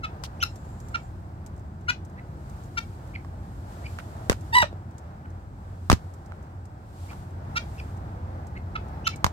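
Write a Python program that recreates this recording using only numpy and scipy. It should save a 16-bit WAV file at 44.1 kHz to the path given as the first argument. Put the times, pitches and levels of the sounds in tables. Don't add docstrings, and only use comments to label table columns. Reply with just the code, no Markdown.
import sys
import numpy as np
from scipy import signal
from scipy.fft import rfft, irfft, next_fast_len
from scipy.io import wavfile
from scipy.ndimage import map_coordinates

SR = 44100
rng = np.random.default_rng(int(sys.argv[2]) if len(sys.argv) > 2 else 0)


def generate_wav(signal):
    frames = np.transpose(np.atleast_2d(signal))
    scaled = np.clip(frames, -1, 1) * 32767
    pcm = np.round(scaled).astype(np.int16)
    wavfile.write(sys.argv[1], SR, pcm)


N = 411012
TOP_HZ, BIRD_LAG_MS = 16000, 0.2677
SIDES = np.array([[.5], [-.5]])

# frequency in Hz, relative density in dB.
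RUMBLE_SPECTRUM = [(15, -48), (30, -19), (46, -2.5), (70, 1.5), (100, -0.5), (135, -4), (190, -9),
                   (260, -15), (350, -16), (450, -32.5), (900, -90)]
DRONE_SPECTRUM = [(150, -24), (300, -5), (500, -2.5), (800, 2.5), (1100, -4.5), (1500, -7.5), (2000, -16.5),
                  (3000, -26.5), (5000, -29.5), (9500, -39.5)]
HISS_SPECTRUM = [(500, -10), (3000, -0.5), (5000, -0.5), (6500, -1), (8000, 4), (9200, -7), (15000, -7.5)]
RUSTLE_SPECTRUM = [(800, -15), (2500, 0.5), (4500, 1), (6000, -1.5), (7900, 2), (9300, -4.5), (13000, -4.5),
                   (16000, -17)]
# time in seconds, relative drone and rumble levels in dB.
TRAFFIC_LEVELS = [(0.0, -50.5, -40), (1.63, -53, -39.5), (4.13, -49.5, -39.5), (4.49, -49.5, -39),
                  (4.7, -52.5, -41.5), (6.85, -54, -43), (7.58, -49.5, -38), (8.98, -47.5, -37.5),
                  (9.32, -47.5, -39.5)]
# time in seconds, level in dB.
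HUM_LEVELS = [(0, -45.5), (4.8, -45.5), (7, -42), (8.2, -39), (9.32, -40)]
# middle in seconds, half width in seconds, level in dB.
RUSTLE_SWELLS = [(0.7, 0.38, -67), (2.78, 0.32, -63.5), (3.93, 0.32, -59), (4.45, 0.13, -67),
                 (5.9, 0.25, -67.5), (7.08, 0.13, -60), (7.72, 0.16, -60.5)]
# frequency in Hz, coherence from 0 to 1.
COHERENCE = [(60, 0.99), (350, 0.95), (700, 0.73), (1000, 0.59), (2000, 0.11), (3000, 0.033)]
# frequency in Hz, lead of the left channel in radians.
LEFT_LEAD = [(100, .05), (440, 0.39), (520, 0.75), (750, 1.89), (900, 2.29), (1300, 2.9), (2000, 4.4)]
# frequency in Hz, time to fall 60 dB in seconds.
PEN_T60 = [(100, 0.15), (600, 0.086), (1500, 0.099), (3500, 0.17), (8000, 0.15), (15000, 0.097)]
# start and length in seconds, first and last pitch in Hz, level in dB.
CROW_NOTES = [(8.15, 0.27, 489, 535, -55), (8.4, 0.68, 823, 900, -59.5), (8.95, 0.37, 844, 822, -58)]
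# start and length in seconds, level in dB, band centre in Hz.
FOOT_SCUFFS = [(0.235, 0.039, -40, 3720), (3.985, 0.032, -43.5, 1680), (7.109, .045, -44.5, 980)]
# start in seconds, relative level in dB.
SEED_CLICKS = [(0.5583, -42), (0.802, -44), (0.885, -45), (1.463, -40.5), (2.0492, -48), (2.4963, -48),
               (2.637, -49.5), (4.409, -47.5), (4.9815, -44), (6.138, -49), (6.2602, -51), (6.654, -49.5),
               (8.4682, -47.5), (9.1593, -39)]
# start in seconds, level in dB, ring in Hz, relative hardness in dB, left minus right in dB.
TAPS_AND_CLUCK = [(0.2375, -29, 1030, 4, 4), (3.248, -35, 1090, -12, -3), (3.988, -26, 1440, -8, -5),
                  (4.2975, -5.5, 477, -1.5, -1.5), (4.3112, -24, 1152, 2.5, 6), (4.319, -16, 560, -4.5, -1),
                  (4.328, -21, 1460, -2, -5), (4.627, -12, 1540, -16, -3.5), (4.729, -28, 480, -27, 4),
                  (5.8997, -3.5, 1142, -1.5, -2), (5.9115, -27, 1510, 8, 0), (5.9165, -9.5, 900, 2.5, 2.5),
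                  (5.9283, -2, 263, -8, -2), (5.9365, -25, 1100, 5, 0), (6.321, -31, 1380, -23, -3),
                  (9.2437, -7.5, 1150, 1.5, -1), (9.2649, -13, 1030, -6, 2)]
# frequency in Hz, relative level in dB.
SEED_SPECTRUM = [(1000, -8), (3500, -12), (6500, 1), (8200, 0.5), (9500, -11), (13000, -9), (16000, -25)]
CRACK_SPECTRUM = [(200, -1), (1200, 9.5), (2500, -2), (3200, -2), (5500, -3), (8000, -6), (9500, -15.5),
                  (13000, -14), (16000, -25)]
# frequency in Hz, gain in dB.
CROW_FORMANTS = [(450, 7), (900, 5), (1100, 0), (1800, -19), (3000, -39), (5000, -65)]
NASAL_FORMANTS = [(600, 1.5), (960, -3.5), (1950, -1), (2900, -15.5), (3900, -15), (4900, -22),
                  (5800, -22.5), (6700, -45), (7900, -25.5), (10000, -35), (12000, -48), (14500, -36.5),
                  (16000, -55)]
THROAT_FORMANTS = [(300, -27), (850, -12), (1400, 1), (1900, 8), (2600, -4.5), (4000, -8.5), (4900, -9.5),
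                   (5600, -9), (7500, -26), (9000, -29.5), (12500, -26.5), (15500, -36)]
# frequency in Hz, gain in dB.
SIDEBAND_GAINS = [(450, -31), (900, -10.5), (1800, -5.5), (2300, 2.5)]
# start and length in seconds, top pitch in Hz, highest level in dB,
# fraction of the pitch arch that is sung, overtone level in dB.
PEEP_NOTES = [(0.399, 0.032, 3050, -26.5, 0.88, -8), (2.164, 0.038, 2020, -46, 0.7, -22),
              (3.132, 0.033, 2480, -33, 1.0, -20), (3.834, 0.039, 2424, -39.5, 0.74, -13),
              (5.242, 0.021, 1520, -45, 0.7, -22), (7.078, 0.034, 2450, -47, 0.68, -13),
              (7.769, 0.038, 2700, -38.5, 0.95, -11), (8.545, 0.037, 2120, -41, 0.74, -20),
              (9.041, 0.0305, 3150, -30.5, 0.88, -11), (9.097, 0.053, 2300, -42, 0.8, -24)]
# start and length in seconds, first and last pitch in Hz, level in dB,
# depth of the second voice, tilt in dB per octave, left minus right of the main tone in dB.
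CHIP_NOTES = [(0.03, 0.034, 1355, 1275, -29.5, 0.45, -6, 1), (0.424, 0.019, 1461, 1280, -20, 0.11, 1, 8),
              (0.941, 0.025, 1411, 1340, -25, 0.48, -7, -7),
              (1.879, 0.035, 1395, 1518, -20.5, 0.83, -3.5, 6.5),
              (2.768, 0.029, 1406, 1318, -26, 0.84, -4, 7.5),
              (4.622, 0.015, 1510, 1246, -22.5, 0.66, -3.5, 0),
              (7.554, 0.035, 1312, 1432, -25, 0.77, -3, -7.5),
              (8.752, 0.018, 1350, 1267, -28, 0.47, -7.5, -6),
              (9.066, 0.017, 1404, 1292, -19.5, 0.45, -0.5, -8)]


def amp(db):
    return 10 ** (np.asarray(db) / 20)


def unit(x):
    return x / np.sqrt(np.mean(x ** 2) + 1e-20)


def along(points, hz):
    knots_hz, values = np.transpose(points)
    return np.interp(np.log(hz + 1), np.log(knots_hz + 1), values)


def curves(rows, t):
    times, *columns = np.transpose(rows)
    return [np.interp(t, times, column) for column in columns]


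def wobble(rate, size):
    knots = rng.standard_normal(int(size * rate / SR) + 4)
    return map_coordinates(knots, [np.arange(size) * rate / SR])


def filtered(x, response):
    size = x.shape[-1]
    padded = next_fast_len(size + 2048)
    return irfft(rfft(x, padded) * response(np.fft.rfftfreq(padded, 1 / SR)), padded)[..., :size]


def noise(spectrum, size):
    return unit(filtered(rng.standard_normal(size), lambda hz: amp(along(spectrum, hz))))


def placed(x, lag_ms, pan_db):
    return amp(SIDES * pan_db) * filtered(x, lambda hz: np.exp(2j * np.pi * hz * SIDES * lag_ms / 1000))


def add(out, start_s, x):
    start = max(round(start_s * SR), 0)
    out[:, start:start + x.shape[1]] += x[:, :N - start]


def swell(u, edge):
    return np.sin(np.pi / 2 * np.clip(np.minimum(u, 1 - u) / edge, 0, 1)) ** 2


def phase_of(hz):
    return 2 * np.pi * np.cumsum(hz) / SR


def diffuse_field(response):
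    def mid_side_gains(hz):
        angle = np.arccos(np.clip(along(COHERENCE, hz), 0, 1)) / 2
        return response(hz) * np.array([np.cos(angle), np.sin(angle)])
    mid, side = filtered(rng.standard_normal((2, N)), mid_side_gains)
    pair = np.array([mid + side, mid - side])
    return unit(filtered(pair, lambda hz: np.exp(1j * along(LEFT_LEAD, hz) * SIDES)))


def background(hum_hz=89.4, hiss_db=-73, trill_hz=7300, trill_db=-68):
    t = np.arange(N) / SR
    wide = lambda spectrum: diffuse_field(lambda hz: amp(along(spectrum, hz)))
    narrow = lambda centre, width_hz: diffuse_field(lambda hz: 1 / (1 + ((hz - centre) / width_hz) ** 2))
    drone_db, rumble_db = curves(TRAFFIC_LEVELS, t)
    rumble = amp(rumble_db + 0.7) * wide(RUMBLE_SPECTRUM)
    drone = amp(drone_db + 2.3 + 1.3 * wobble(7.8, N)) * wide(DRONE_SPECTRUM)
    hum = amp(curves(HUM_LEVELS, t)[0]) * narrow(hum_hz, width_hz=4)
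    swells = sum(amp(db) * np.exp(-((t - middle) / width) ** 2 / 2)
                 for middle, width, db in RUSTLE_SWELLS)
    rustle = swells * amp(1.1 * wobble(14, N)) * wide(RUSTLE_SPECTRUM)
    trill_envelope = amp(trill_db + 2.1 * wobble(24, N)) * swell((t - .45) / 0.69, 0.11)
    trill = trill_envelope * narrow(trill_hz, width_hz=480)
    return rumble + drone + hum + rustle + trill + amp(hiss_db) * wide(HISS_SPECTRUM)


def pen_reverberation(x, delay_s=.009):
    hz, t, spectra = signal.stft(rng.standard_normal((2, SR // 2)), SR, nperseg=256)
    decay = amp(-60 * t / along(PEN_T60, hz)[:, None])
    tail = signal.istft(spectra * decay, SR, nperseg=256)[1]
    tail = np.pad(tail / np.linalg.norm(tail[0]), ((0, 0), (int(delay_s * SR), 0)))
    return signal.fftconvolve(x, tail, axes=1)[:, :N]


def syrinx(pitch, formants, tilt_db=0, flicker_db=0, count=16):
    k = np.arange(1, count + 1)[:, None]
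    flicker = flicker_db * np.log2(2 * k) * np.array([wobble(300, len(pitch)) for _ in k])
    gains = amp(along(formants, k * pitch) + tilt_db * np.log2(k) + flicker) * (k * pitch < TOP_HZ)
    return np.sum(gains * np.sin(k * phase_of(pitch)), 0) / np.sqrt(np.sum(gains ** 2, 0) / 2)


def rooster_crow(rasp=0.28, waver=0.013):
    out = np.zeros((2, N))
    for start, length, start_hz, end_hz, db in CROW_NOTES:
        u = np.linspace(0, 1, int(length * SR))
        pitch = (start_hz + (end_hz - start_hz) * u) * (1 + waver * wobble(60.5, len(u)))
        call = syrinx(pitch, CROW_FORMANTS, count=4) * (1 + rasp * wobble(70.4, len(u)))
        add(out, start, placed(amp(db) * swell(u, 0.13) * call, lag_ms=0.32, pan_db=0))
    return out


def scuffs(grit_db=4, width_octaves=0.63):
    out = np.zeros((2, N))
    for start, length, db, centre_hz in FOOT_SCUFFS:
        u = np.linspace(0, 1, int(length * SR))
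        grit = rng.standard_normal((2, len(u))) * amp(grit_db * wobble(970, len(u)))
        band = lambda hz: 1 / (1 + (np.log2((hz + 1) / centre_hz) / width_octaves) ** 4) ** .5
        add(out, start, amp(db) * unit(filtered(grit, band)) * swell(np.sqrt(u), 0.35))
    return out


def seeds(t60=0.048, gain_db=-5, faint_per_s=3.6):
    out = np.zeros((2, N))
    t = np.arange(SR // 20) / SR
    draws = rng.random((int(faint_per_s * N / SR), 2))
    faint = [(when * N / SR, -57 + 2 * size) for when, size in draws]
    for start, db in SEED_CLICKS + faint:
        click = np.array([noise(SEED_SPECTRUM, len(t)) for _ in range(2)])
        add(out, start, amp(db + gain_db - 60 * t / t60) * click)
    return out


def taps_and_cluck(ring_t60=0.011, crack_t60=0.014, rattle_t60=0.11, rattle_db=-21, thump_hz=81.2):
    out = np.zeros((2, N))
    t = np.arange(SR // 6) / SR
    fade = lambda t60: amp(-60 * t / t60)
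    mode = lambda hz, t60: np.sin(2 * np.pi * hz * t) * fade(t60)
    thump = lambda hz: mode(hz, t60=0.06) - 1.2 * mode(hz * 2.1, t60=0.031)
    jolt = thump(thump_hz) + 2 * SIDES * thump(thump_hz * 0.72)
    crack_envelope = fade(crack_t60) + amp(rattle_db) * fade(rattle_t60)
    for start, db, ring_hz, hard_db, pan_db in TAPS_AND_CLUCK:
        modes = mode(ring_hz, ring_t60) + 0.2 * mode(ring_hz * 1.5, ring_t60)
        ring = placed(modes, lag_ms=0.19, pan_db=-4.5)
        crack = np.array([noise(CRACK_SPECTRUM, len(t)) for _ in range(2)]) * crack_envelope
        thump_db = 1.6 * db - 4.5
        burst = amp(db) * (ring + amp(hard_db - 3.5) * crack) + amp(thump_db) * jolt
        add(out, start, placed(burst, 0, pan_db))
    return out


def peeps(jitter=0.03, rough=0.3, arch_top=0.6, crescendo_db=27, accent_db=10):
    out = np.zeros((2, N))
    for start, length, top_hz, db, reach, overtone_db in PEEP_NOTES:
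        u = np.linspace(0, 1, int(length * SR))
        past_top = reach * u - arch_top
        bend = np.where(past_top < 0, 0.75, 1.9)
        pitch = top_hz * (1 - bend * past_top ** 2) * (1 + jitter * wobble(650, len(u)))
        phase = phase_of(pitch)
        tone = np.sin(phase) + amp(overtone_db) * np.sin(2 * phase)
        tone *= 1 + rough * (1 + u) * wobble(1756, len(u))
        envelope = swell(u, 0.16) * amp(crescendo_db * past_top + accent_db * np.maximum(past_top, 0))
        note = amp(db) * unit(tone) * envelope / envelope.max()
        add(out, start, placed(note, lag_ms=0.33, pan_db=-1.5))
    return out


def honk(start_s=4.523, jump_s=4.551, drop_s=4.627, end_s=4.648, db=-16):
    low_hz, high_hz, croak_hz, sag_hz_per_s = 914, 1001.4, 607, 650
    attack_s, shift_s = 0.028, 0.0055
    jitter, rasp_db, flutter_db, croak_db = 0.0099, -21, 2.8, -11
    out = np.zeros((2, N))
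    t = np.arange(start_s, end_s, 1 / SR)
    jump, drop = (np.clip((t - when) / shift_s + .5, 0, 1) for when in (jump_s, drop_s))
    held_hz = high_hz - sag_hz_per_s * (t - jump_s)
    pitch = low_hz * (1 - jump) + held_hz * (jump - drop) + croak_hz * drop
    pitch *= 1 + jitter * wobble(1108, len(t))
    tilt_db = wobble(183, len(t)) - 5 * drop
    tone = syrinx(pitch, NASAL_FORMANTS, tilt_db, flicker_db=1.2)
    rasp = amp(rasp_db) * noise(THROAT_FORMANTS, len(t)) * (1 + np.cos(phase_of(pitch)))
    envelope = np.clip(np.minimum((t - start_s) / attack_s, (end_s - t) / shift_s), 0, 1)
    level = amp(db + croak_db * drop + flutter_db * wobble(148, len(t)))
    add(out, start_s, placed(level * envelope * (tone + rasp), BIRD_LAG_MS, pan_db=-1.2))
    return out


def chips(slow_ratio=0.335, jitter=0.018, drift=0.026, rasp_db=-19, scoop_db=-23, scoop_s=0.029):
    out = np.zeros((2, N))
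    for start, length, start_hz, end_hz, db, depth, tilt_db, pan_db in CHIP_NOTES:
        u = np.arange(int((length + 0.0053) * SR)) / SR / length
        pitch = (start_hz + (end_hz - start_hz) * u) * (1 + jitter * wobble(630, len(u)))
        slow_phase = phase_of(pitch * slow_ratio * (1 + drift * wobble(630, len(u))))
        tone = syrinx(pitch, THROAT_FORMANTS, tilt_db, flicker_db=1)
        modulator = 1.32 * np.cos(slow_phase) + 1.47 * np.cos(2 * slow_phase + 1)
        break_in = np.clip(u / 0.49, 0, 1) ** 2
        sidebands = filtered(tone * modulator * break_in, lambda hz: amp(along(SIDEBAND_GAINS, hz)))
        rasp = amp(rasp_db + tilt_db) * noise(THROAT_FORMANTS, len(u)) * (1 + np.cos(slow_phase))
        note = amp(db) * swell(u, 0.29) * unit(tone + depth * sidebands + rasp)
        balance = lambda hz: amp(SIDES * along([(1600, pan_db), (2600, 3)], hz))
        add(out, start, filtered(placed(note, BIRD_LAG_MS, 0), balance))
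        rise = np.linspace(0, 1, int(scoop_s * SR))
        scoop = np.sin(phase_of(start_hz * (1.4 + 0.435 * rise))) * swell(rise, 0.36)
        add(out, start - 0.43 * scoop_s, placed(amp(db + scoop_db) * scoop, BIRD_LAG_MS, 0))
    return out


def scene():
    voice = chips() + peeps() + honk()
    transients = taps_and_cluck() + seeds() + scuffs()
    rooster = rooster_crow()
    reflections = pen_reverberation(amp(-12) * voice + amp(-22.5) * transients + amp(-3.5) * rooster)
    return voice + transients + rooster + reflections + background()


def record(dry):
    low_cut_hz, ceiling = 31, .95
    thinned = signal.sosfilt(signal.butter(2, low_cut_hz, "highpass", fs=SR, output="sos"), dry)
    rounded = thinned / (1 + (thinned / ceiling) ** 4) ** .25
    return filtered(rounded, lambda hz: hz < TOP_HZ)


dry = scene()
out = record(dry)
generate_wav(out)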